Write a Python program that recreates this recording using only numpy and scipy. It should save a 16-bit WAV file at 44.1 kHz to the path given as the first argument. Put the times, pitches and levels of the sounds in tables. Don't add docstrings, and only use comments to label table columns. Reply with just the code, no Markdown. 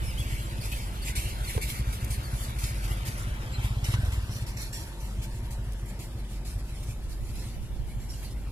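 import sys
import numpy as np
from scipy import signal
from scipy.fft import rfft, irfft, next_fast_len
from scipy.io import wavfile
from scipy.ndimage import uniform_filter1d, map_coordinates

SR = 44100
rng = np.random.default_rng(int(sys.argv[2]) if len(sys.argv) > 2 else 0)


def gain_from_db(level_db):
    decades = np.asarray(level_db, float) / 20
    return 10 ** decades


def unload_audio(sound):
    columns = np.transpose(np.atleast_2d(sound))
    steps = np.round(np.clip(columns, -1, 1) * 32767)
    wavfile.write(sys.argv[1], SR, steps.astype(np.int16))


N = 375291
IDLE_PER_S = 11.4

# time_s, firings_per_s
ENGINE_SPEED = [(0.0, 18.64), (0.191, 15.98), (0.903, 13.89), (1.064, 12.21), (1.324, 13.01),
                (1.444, 12.86), (1.848, 13.03), (2.609, 13.12), (2.842, 14.96), (2.942, 17.48),
                (3.225, 15.85), (3.831, 16.38), (4.045, 22.71), (4.27, 16.43), (4.731, 12.58),
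                (6.048, 12.37), (7.326, 12.08), (8.52, 11.77)]
# time_s, left_port_lag_ms, side_shading_share [0-1]
BIKE_BEARING = [(0, 0.33, 0), (.75, 0.38, 0.33), (1.6, 0.45, 0.34), (2.5, 0.4, 0.96), (3.25, 0.29, 0.8),
                (4, 0.19, 0.51), (5, 0.15, 0.53), (6, 0.11, 0.55), (7, 0.1, 0.66), (8.51, 0.066, 0.55)]
# time_s, level_db
NEARNESS = [
    (0, -0.5),
    (1.5, 1.5),
    (2.9, 0.5),
    (4, -1),
    (4.4, -4),
    (5.6, -6.5),
    (7.4, -10),
    (8.51, -9.5),
]


def evened(x):
    return x / np.sqrt(np.mean(x ** 2) + 1e-20)


def curves(rows):
    s, *columns = np.transpose(rows)
    return [np.interp(np.arange(N) / SR, s, c) for c in columns]


def shaped(x, points, scale=gain_from_db):
    size = next_fast_len(N)
    hz, value = np.transpose(points)
    log_hz = np.log(np.fft.rfftfreq(size, 1 / SR) + 1)
    gain = scale(np.interp(log_hz, np.log(hz), value))
    return irfft(rfft(x, size) * gain, size)[..., :N]


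def modes(x, table, wander_db=0.):
    out = 0
    for k, (hz, width_hz, db) in enumerate(table):
        level = gain_from_db(db + wander_db * drift(9)) if wander_db else gain_from_db(db)
        b, a = signal.iirpeak(hz, hz / width_hz, SR)
        out = out + (-1) ** k * level * signal.lfilter(b, a, x)
    return out


def gliding(x, hz, width_hz):
    turn = np.exp(2j * np.pi * np.cumsum(hz) / SR)
    r = np.exp(-np.pi * width_hz / SR)
    return 2 * (turn * signal.lfilter([1 - r], [1, -r], x / turn)).real


def drift(hz):
    knots = rng.standard_normal(int(N / SR * hz) + 3)
    coarse = np.arange(0, N + 64, 64)
    smooth = map_coordinates(knots, [coarse / SR * hz])
    return evened(np.interp(np.arange(N), coarse, smooth))


def grit(spread_db, size):
    clumps = np.repeat(rng.exponential(1, N // size + 1), size)[:N]
    return evened(rng.standard_normal((2, N)) * gain_from_db(spread_db * clumps))


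def patchy(x, depth_db):
    z = signal.stft(x, nperseg=512, noverlap=384)[2]
    field = uniform_filter1d(rng.standard_normal(z.shape[1:]), size=3, axis=0)
    field = uniform_filter1d(field, size=20, axis=1)
    return signal.istft(z * gain_from_db(depth_db * evened(field)), nperseg=512, noverlap=384)[1][:, :N]


def exhaust():
    # time_s, thump_db
    throttle = [(0, -27), (.25, -30), (.6, -32), (1, -33.5), (1.3, -28), (1.6, -33.5), (2, -27),
                (3.2, -28.5), (3.5, -33.5), (3.62, -21), (3.83, -24), (3.95, -17.5), (4.1, -26),
                (4.55, -26), (4.75, -44.5), (5.4, -29.5), (6.3, -38), (8.52, -37)]
    # time_s, level_db (against an even one)
    kicks = [(.14, -3.5), (.386, 5), (.466, 0), (.596, 4.5), (.2, 4.5), (.8, 1), (1.029, -1), (1.182, 6),
             (1.8, 5), (1.875, 1.5), (1.955, -7), (2.34, 0.5), (2.42, -1.5), (2.49, -0.5), (2.712, -0.5),
             (2.795, -3), (2.86, -1), (2.92, 2.5), (3.09, 4), (3.15, -5), (3.276, 4), (3.34, -4),
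             (3.467, 6), (3.654, 0), (4.24, -1.5), (4.495, -6), (4.565, -1), (5.03, 4), (5.13, -11),
             (5.195, 3), (5.51, -4), (5.68, -4), (5.92, -16), (6.16, 5.5), (6.24, -10), (6.57, 5),
             (6.65, -13), (6.735, 5.5), (6.895, 8), (6.98, -4), (7.135, -5), (7.305, 5.5), (7.39, -1),
             (7.48, 6.5), (7.56, -8), (7.64, 4), (7.8, 2), (7.89, -1), (7.975, 7.5), (8.06, -2), (8.145, 2),
             (8.225, -14), (8.395, -4), (8.475, 4)]
    # pitch_hz, width_hz, level_db
    pipe = [(197, 80, -17.5), (297, 17, -20.5), (324, 40, -20), (530, 40, -34)]
    uneven_db, push_ms, lead_ms, first_turn = 3.0, 3.57, 8.55, .47
    muffler_hz, shut_hz, shut_s, reopen_s = 113.5, 88, 4.02, 4.3
    upper_width_hz, boom_hz, boom_width_hz = 51.6, 61, 23.4
    coasting_per_s2 = -9
    per_s, near_db, t = curves(ENGINE_SPEED)[0], curves(NEARNESS)[0], np.arange(N) / SR

    shut = (t > shut_s) * np.clip(1 - ((t - shut_s) / (reopen_s - shut_s)) ** 3, 0, 1)
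    upper_hz = muffler_hz + (shut_hz - muffler_hz) * shut
    pulling = uniform_filter1d(1. * (np.gradient(per_s) * SR > coasting_per_s2), size=3000)
    boom_db = 4 - 1.5 * pulling * (per_s - IDLE_PER_S) + 0.41 * near_db

    turns = first_turn + np.cumsum(per_s) / SR + per_s * lead_ms / 1000
    firing = turns.astype(int)
    fired = np.diff(np.floor(turns), prepend=0) > 0
    lean = np.clip((17 - per_s) / 4, .25, 1)
    firing_db = rng.uniform(-0.7, 1, 400) - 0.31 * (-1.) ** np.arange(400)
    kick_db = np.zeros(400)
    for s, db in kicks:
        kick_db[int(turns[round(s * SR)])] = db
    strength = gain_from_db(uneven_db * lean * firing_db[firing] + kick_db[firing])
    u = np.arange(2000) / SR * 1000 / push_ms
    push = signal.oaconvolve(fired * strength, u * np.exp(-u * u))[:N]

    upper = gliding(push, upper_hz, 1.36 * upper_width_hz)
    upper = gliding(upper, upper_hz, upper_width_hz)
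    boom = modes(push, [(boom_hz, boom_width_hz, 0)])
    boom = modes(boom, [(boom_hz, 2 * boom_width_hz, 0)])
    push = evened(push)
    rung = evened(upper) + gain_from_db(boom_db) * evened(boom) + 0.24 * push + 8 * modes(push, pipe)
    return gain_from_db(curves(throttle)[0] - 7.5) * rung, turns % 1


def case_clatter(cycle):
    # pitch_hz, level_db_per_hz
    case = [(300, -13), (600, -2), (820, -8), (920, -8), (1000, 1.5), (1090, -4), (1550, -3.5), (2300, -7),
            (3500, -8), (8000, -26)]
    # time_s, level_db (against the clatter)
    chain = [
        (0, -10.5),
        (2.2, -13),
        (4.2, -12),
        (4.6, -7.5),
        (5.5, -3),
        (6.6, -13),
        (7, -17),
        (8.51, -12),
    ]
    per_s = curves(ENGINE_SPEED)[0]
    puffs = 1 + 0.065 * np.exp(-cycle / 0.19)
    shake = puffs * grit(1.0, size=64)
    whirr = evened(modes(shake, [(890, 48, 0.33), (990, 70, -0.33)], wander_db=1.5))
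    level_db = -49.5 + curves(NEARNESS)[0] + 0.41 * (per_s - IDLE_PER_S)
    return gain_from_db(level_db) * (evened(shaped(shake, case)) + gain_from_db(curves(chain)[0]) * whirr)


def load():
    # start_s, peak_db, boards_share_db, hold_s, t60_s
    bumps = [(0.032, -39.5, -6, .01, 0.95), (0.173, -35.5, -11, .01, 1.3), (0.61, -37, -8, 0.044, 1.4),
             (0.713, -34.5, -0.5, .01, 0.72), (1.151, -30, -1, 0.038, 0.76),
             (1.612, -26.5, -6, 0.02, 0.095), (1.923, -34, -5, .005, 0.35), (2.002, -40, -9, 0.0088, 0.18),
             (2.102, -32.5, -6.5, 0.039, 0.24), (2.224, -45, -15, .005, .15),
             (2.585, -31.5, -5.5, 0.044, 0.74), (2.875, -36.5, -3, 0.034, 0.52),
             (3.049, -31.5, -8.5, 0.023, 0.59), (3.1723, -38, -10, 0.034, 0.36),
             (3.525, -41, 3, .005, 0.31), (3.839, -32, -2, 0.035, 0.45), (4.046, -36, -5, .005, 0.31),
             (4.118, -36, -0.5, 0.0052, 0.36), (4.462, -36.5, -7, 0.028, 0.27),
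             (4.566, -34.5, -8.5, 0.066, 0.35), (4.726, -32, -14, 0.039, 0.5),
             (4.999, -41, -11, 0.028, 0.93), (5.217, -36, -6.5, 0.022, .25),
             (5.503, -36.5, -18, 0.012, 0.25), (5.854, -41, -4, 0.033, 0.52),
             (5.987, -39, -11, 0.054, 0.21), (6.447, -38, -19, 0.067, 0.49), (6.824, -42, -5, 0.0096, 0.14),
             (7.35, -40.5, -11, 0.071, 0.67), (7.994, -45.5, -4.5, 0.038, .5),
             (8.098, -39, -15, 0.068, 0.87), (8.222, -39, -11, .02, 0.35)]
    # middle_s, peak_db, boards_share_db, half_length_s
    sways = [(0.28, -39, 2, 0.16), (.45, -44, -12, 0.04), (0.663, -38.5, -6, 0.028),
             (1.081, -32, -3, 0.033), (1.508, -30.5, -1, 0.045), (1.708, -31.5, -3, 0.068),
             (1.91, -42, -8, 0.021), (2.414, -35.5, -18, 0.07), (2.677, -36.5, -3, 0.034),
             (2.84, -39.5, 0, 0.037), (2.97, -49, 5, 0.12), (3.661, -36, -0.5, 0.035),
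             (3.943, -35.5, 3, 0.012), (4.355, -37, -21.5, 0.054), (5.355, -42.5, -3, 0.033),
             (6.198, -47, -2, 0.018), (6.32, -43, -11.5, 0.032), (6.739, -44, -5, 0.068),
             (6.894, -41, -5, 0.037), (7.117, -40.5, -9, 0.024), (7.39, -44, -6, 0.19),
             (7.904, -46, -7, 0.033), (8.064, -48, -8, 0.047)]
    # pitch_hz, level_db_per_hz
    jingle_spectrum = [(1470, -13.5), (2500, -6.5), (3400, -7.5), (4140, -3), (4790, -4.5), (5900, -6.5),
                       (6450, -6), (7020, -4.5), (7350, -4), (7930, -4.5), (9460, -4.5), (11300, -3.5),
                       (13500, -9.5), (15300, -15.5), (15600, -17)]
    # pitch_hz, width_hz, level_db
    metal_modes = [(1820, 53, -6), (4160, 34, -0.5), (5210, 30, -3.5), (5580, 34, -1), (6070, 21, -4),
                   (7510, 52, 2.5), (7515, 25, 3.5), (8700, 15, 2), (8950, 31, -5), (10560, 76, 2.5),
                   (11720, 67, -10), (11700, 65, -13)]
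    # pitch_hz, width_hz, level_db
    board_modes = [(1985, 120, 0), (2303, 89, 2.5), (2533, 71, 3.5), (2940, 1030, -3.5)]
    # time_s, level_db (against the jingle)
    bracket = [
        (0, -51),
        (4.2, -11),
        (4.35, -7.5),
        (4.85, -7),
        (5.1, -14),
        (8.51, -25.5),
    ]
    bracket_modes = [(1820, 90, -12), (4200, 130, 4), (5620, 140, 2), (6270, 79, -7), (7300, 110, -1.0)]
    crest_db, ring_db, boards_db = -9.0, -8.5, -2.5
    still_db, still_boards_db, fade = -53, -8, 0.52
    hard_rise_s, rise_s_per_db = .003, .0003
    side_shine_db_per_ms = 11

    metal = gain_from_db(2 * (still_db + fade * curves(NEARNESS)[0]))
    wood = metal * gain_from_db(2 * still_boards_db)
    t = np.arange(N) / SR
    for s, db, share_db, half_s in sways:
        at = slice(max(round((s - 4 * half_s) * SR), 0), round((s + 4 * half_s) * SR))
        power = gain_from_db(2 * (db + crest_db)) * np.exp(-((t[at] - s) / half_s) ** 2)
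        metal[at] += power
        wood[at] += gain_from_db(2 * (share_db + boards_db)) * power
    t = t[:SR]
    for s, db, share_db, hold_s, t60_s in bumps:
        rise_s = hard_rise_s + rise_s_per_db * max(-30 - db, 0)
        decay_db = 60 * np.maximum(t - rise_s - hold_s, 0) / t60_s
        power = gain_from_db(2 * (db + crest_db - decay_db)) * np.minimum(t / rise_s, 1) ** 2
        at = slice(round(s * SR), min(round(s * SR) + SR, N))
        power = power[:at.stop - at.start]
        metal[at] += power
        wood[at] += gain_from_db(2 * (share_db + boards_db)) * power

    flicker = gain_from_db(1.27 * drift(40))
    blows = grit(0.71, size=32)
    jingle = evened(shaped(blows, jingle_spectrum))
    jingle += gain_from_db(ring_db) * evened(modes(blows, metal_modes, wander_db=4.5))
    jingle += gain_from_db(curves(bracket)[0]) * evened(modes(blows, bracket_modes))
    shine_db = side_shine_db_per_ms * np.maximum(curves(BIKE_BEARING)[0] - .2, 0)
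    jingle += (gain_from_db(shine_db) - 1) * shaped(jingle, [(6000, -13), (10000, 0)])
    boards = evened(modes(grit(0.88, size=128), board_modes, wander_db=1.5))
    return flicker * (np.sqrt(metal) * evened(jingle) + np.sqrt(wood) * boards)


def knocks():
    # start_s, peak_db, pitch_hz, t60_s, width_share (of pitch)
    blows = [(1.55, -36, 460, .05, .3), (1.563, -19, 77.5, 0.075, 0.2), (1.577, -30.5, 427, 0.059, 0.21),
             (1.578, -29, 890, 0.04, 0.22), (1.593, -38, 449, .05, .3), (3.593, -37, 860, .05, .6),
             (3.655, -36, 902, 0.055, .7), (1.577, -30, 1900, 0.022, 0.68), (1.562, -38, 260, 0.072, .5),
             (.657, -28, 12500, .015, .5), (2.0455, -25.5, 12000, .025, 0.63),
             (2.64, -27, 5070, 0.033, 0.74), (3.884, -31, 1183, 0.06, 0.84),
             (3.89, -40, 300.4, 0.114, 0.63), (3.938, -29, 1080, 0.094, 0.85),
             (3.941, -31.5, 2480, 0.048, 0.48), (5.721, -34, 10560, 0.02, 0.96),
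             (5.733, -34.5, 9570, 0.021, 1)]
    struck, click = 0.52, 1.24
    size = 8000
    out, t = np.zeros((2, N + size)), np.arange(size) / SR
    for s, db, hz, t60_s, breadth in blows:
        drive = rng.standard_normal((2, size))
        drive[:, 30] += click / np.sqrt(np.pi * breadth * hz / SR)
        burst = evened(modes(drive, [(hz, breadth * hz, 0)]))
        burst += struck * max(1 / breadth - 1, 0) * np.sin(2 * np.pi * hz * t)
        attack = np.minimum(t / max(0.00079, 0.24 / hz), 1)
        out[:, round(s * SR):][:, :size] += burst * gain_from_db(db - 6 - 60 * t / t60_s) * attack
    return shaped(out[:, :N], [(14000, 0), (15500, -30)])


def squeaks():
    # start_s, length_s, from_hz, to_hz, level_db
    slips = [(0.029, 0.11, 5670, 4830, -49), (0.169, 0.03, 2750, 3600, -42),
             (0.182, 0.051, 3420, 3270, -42), (0.205, 0.05, 2700, 2460, -46.5),
             (0.598, 0.04, 4680, 4480, -46), (0.716, 0.034, 2500, 2650, -41.5),
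             (1.009, 0.044, 4680, 4380, -45), (1.438, 0.025, 4800, 4200, -46),
             (1.466, 0.032, 4200, 4200, -43), (1.608, 0.046, 2064, 2420, -41),
             (2.213, 0.084, 4800, 4200, -50.5), (3.526, 0.058, 4144, 4070, -45.5),
             (3.845, 0.044, 3100, 1150, -49), (1.066, 0.037, 2500, 2490, -44),
             (1.163, 0.049, 2380, 2600, -47), (8.128, 0.027, 2937, 2850, -54),
             (8.22, .02, 2260, 2150, -52.5), (8.08, 0.045, 5474, 5770, -51),
             (8.232, 0.066, 4000, 4700, -56)]
    rough, second_db, third_db = 0.0174, -2.5, -8.
    out = np.zeros((2, N))
    for s, length_s, from_hz, to_hz, db in slips:
        size = round(length_s * SR)
        tremble = evened(uniform_filter1d(rng.standard_normal((2, 8000)), size=60))[:, :size]
        hz = np.linspace(from_hz, to_hz, size) * (1 + rough * tremble)
        turn = 2 * np.pi * np.cumsum(hz, axis=1) / SR
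        tone = np.sin(turn)
        if from_hz > 4500:
            tone += gain_from_db(second_db) * np.sin(2 * turn) + gain_from_db(third_db) * np.sin(3 * turn)
        out[:, round(s * SR):][:, :size] += gain_from_db(db + 3.5) * tone * np.hanning(size)
    return out


def rings():
    # start_s, length_s, pitch_hz, level_db
    parts = [(.05, .05, 10240, -51), (0.626, .05, 2450, -48), (.63, .03, 5000, -52), (.72, .02, 12800, -48),
             (1.046, 0.059, 7520, -47), (1.048, 0.043, 11600, -45), (1.07, .035, 5050, -54),
             (1.153, .03, 10900, -44), (1.153, .025, 7500, -46), (1.165, .03, 9000, -48),
             (1.475, .05, 11000, -45), (1.613, 0.023, 2280, -44), (3.843, 0.03, 5780, -43.5),
             (3.845, .03, 2960, -45), (3.948, 0.19, 1550, -52), (4.297, .08, 5590, -57),
             (4.348, 0.047, 5990, -51), (4.465, .045, 5600, -55), (4.566, 0.067, 5810, -49),
             (4.573, 0.031, 1780, -53), (4.59, .04, 5070, -55), (4.726, .06, 7550, -47),
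             (4.726, 0.071, 5580, -46.5), (4.73, 0.025, 1780, -51), (4.743, 0.11, 4050, -60),
             (4.835, 0.018, 5580, -52), (7.36, .07, 2570, -58), (7.36, .1, 7250, -56),
             (7.39, 0.067, 5300, -57), (7.88, 0.059, 2203, -59), (8.09, .03, 5400, -53),
             (8.1, .06, 4970, -55), (8.115, .035, 5720, -54), (8.12, .05, 8560, -56),
             (8.241, .03, 4580, -53)]
    width_hz = 67.0
    out = np.zeros((2, N))
    for s, length_s, hz, db in parts:
        size = round(length_s * SR)
        u = np.arange(size) / size
        tone = evened(modes(rng.standard_normal((2, 10000)), [(hz, width_hz, 0)]))[:, 1000:1000 + size]
        out[:, round(s * SR):][:, :size] += gain_from_db(db + 1) * tone * np.minimum(u / 0.071, 1) * (1 - u ** 2)
    return out


def ports(pair):
    # pitch_hz, left_minus_right_db
    shade = [(300, -8), (900, 8), (2200, 7), (3500, -3), (5000, -5.5), (9000, -2.5), (14000, 2)]
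    # pitch_hz, likeness [0-1]
    same = [(100, 1), (400, 0.91), (1000, 0.73), (2400, 0.6), (5000, 0.24), (10000, 0.11)]
    lag_ms, shading = curves(BIKE_BEARING)
    direct, scattered = pair
    late = map_coordinates(direct, [np.arange(N) - lag_ms * SR / 1000], mode="nearest")
    left = shaped(late, same, lambda c: np.clip(c, 0, 1))
    left += shaped(scattered, same, lambda c: np.sqrt(1 - np.clip(c, 0, 1) ** 2))
    shaded_left = shaped(left, shade, lambda db: gain_from_db(db / 2))
    shaded_right = shaped(direct, shade, lambda db: gain_from_db(-db / 2))
    return shading * np.array([shaded_left, shaded_right]) + (1 - shading) * np.array([left, direct])


def tyre_rumble():
    # pitch_hz, level_db_per_hz
    spectrum = [(10, -33), (20, -26), (45, -7), (78, -9.5), (125, -12), (160, -17.5), (275, -25),
                (340, -26), (490, -32), (900, -35.5), (1100, -44), (1600, -52.5), (3000, -88)]
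    a, b = shaped(grit(0.43, size=256), spectrum)
    level_db = -40 + 0.16 * curves(NEARNESS)[0] + 1.0 * drift(12)
    return gain_from_db(level_db) * evened(np.array([a + 0.15 * b, a - 0.17 * b]))


def truck():
    # time_s, firing_hz, level_db
    idle = [(0, 46.7, -37), (.2, 47.9, -41.5), (.45, 47.47, -39), (1, 47.77, -38), (2, 48.01, -38.5),
            (2.5, 48.17, -38.5), (2.85, 48.18, -32.5), (3.05, 48.53, -36), (3.3, 48.36, -33.5),
            (3.55, 49.72, -38), (4.6, 48.05, -40), (4.85, 48.15, -38), (5.4, 48.54, -34.5),
            (5.75, 48.06, -37), (5.95, 48.3, -41.5), (6.2, 47.96, -35.5), (7.15, 48.05, -37),
            (8.2, 49.1, -37.5), (8.51, 49.1, -36)]
    # multiple_of_firing, level_db
    engine_orders = [(.5, -18), (.75, -15), (1.25, -14), (2.5, -30), (3.25, -29), (4.2, -27), (4.75, -27),
                     (6.75, -30)]
    waver, swell_db = 0.0089, 0.5
    hz, db = curves(idle)
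    turn = 2 * np.pi * np.cumsum(hz * (1 + waver * drift(6))) / SR
    tone = np.sin(turn)
    for multiple, order_db in engine_orders:
        tone += gain_from_db(order_db + 3.6 * drift(4.3)) * np.sin(multiple * turn + 6 * rng.random())
    return np.sqrt(2) * gain_from_db(db + swell_db * drift(5.6)) * tone


def car():
    # pitch_hz, width_hz, level_db
    panels = [(197.3, 9.4, 2), (231.4, 8, -3.5), (343.2, 11, -3), (525.4, 18, -9)]
    # time_s, hum_db, pitch_factor
    creep = [(0, -51.5, 0.96), (.35, -50.5, 1.), (1, -54, .99), (2, -52.5, 0.99), (3.5, -55, 0.99),
             (4.5, -55, 1.), (5.3, -51, 1.), (5.9, -52, 1.01), (6.5, -57.5, 1.02), (8.51, -56.5, 1)]
    level_db, pitch = curves(creep)
    drive = rng.standard_normal(N)
    hum = sum(gain_from_db(db) * evened(gliding(drive, hz * pitch, width_hz)) for hz, width_hz, db in panels)
    return gain_from_db(level_db) * evened(hum)


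def breeze():
    # time_s, level_db
    gusts = [(0, -34), (.3, -44), (6.9, -57), (7.1, -35), (7.3, -41.5), (7.72, -40), (7.8, -32),
             (7.88, -37), (8.15, -39.5), (8.51, -41)]
    left_db = -22.0
    spectrum = [(3, -20), (12, 0), (30, -5), (70, -16), (150, -40), (500, -95)]
    lumps = shaped(rng.standard_normal((2, N)), spectrum)
    return gain_from_db(curves(gusts)[0] + [[left_db], [0]]) * evened(lumps)


def microphone_hiss():
    # pitch_hz, level_db_per_hz
    spectrum = [(2000, -30), (10000, -10), (13000, 0), (15350, -2), (15550, -20)]
    return gain_from_db(-81) * evened(shaped(rng.standard_normal((2, N)), spectrum))


def scene():
    thumps, cycle = exhaust()
    lag_ms = 0.58 * curves(BIKE_BEARING)[0]
    late = map_coordinates(thumps, [np.arange(N) - lag_ms * SR / 1000], order=1, mode="nearest")
    bike = patchy(case_clatter(cycle) + load(), depth_db=2.5) + knocks() + squeaks() + rings()
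    around = truck() + car() + tyre_rumble() + breeze() + microphone_hiss()
    return np.array([late, thumps]) + around + ports(bike)


def band_limit(x):
    return signal.sosfilt(signal.butter(12, 15680, fs=SR, output="sos"), x)


def record(dry):
    # from_hz, muted_share [0-1]
    top_bands = [(14470, .25), (15160, .78)]
    edge_hz, mute_db, bins_per_hz = 15680, -22, 1024 / SR
    mid_side = np.array([dry[0] + dry[1], dry[0] - dry[1]]) / 2
    z = signal.stft(mid_side, nperseg=1024, noverlap=512)[2]
    power = uniform_filter1d(abs(z) ** 2, size=3, axis=2)
    power = uniform_filter1d(power, size=3, axis=1)
    near_db = 10 * np.log10(power + 1e-20)
    wide_db = uniform_filter1d(near_db, size=36, axis=1)
    below_db = np.interp(np.arange(513) * SR / 1024, [900, 1200, 2800, 11000, 13500], [30, 5.2, 2.7, 2.2, -.5])
    sunk = np.clip(wide_db - near_db - below_db[:, None], 0, 1)
    for hz, share in top_bands:
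        first = round(hz * bins_per_hz)
        band = slice(first, first + 16)
        level = near_db[:, band].mean(axis=(0, 1))
        level = level - uniform_filter1d(level, size=60)
        sunk[:, band, level < np.quantile(level, share)] = 2
    sunk[:, round(edge_hz * bins_per_hz) - 3:] = 5
    mid, side = signal.istft(z * gain_from_db(mute_db * sunk), nperseg=1024, noverlap=512)[1][:, :N]
    return band_limit(np.array([mid + side, mid - side]))


dry = scene()
out = record(dry)
unload_audio(out)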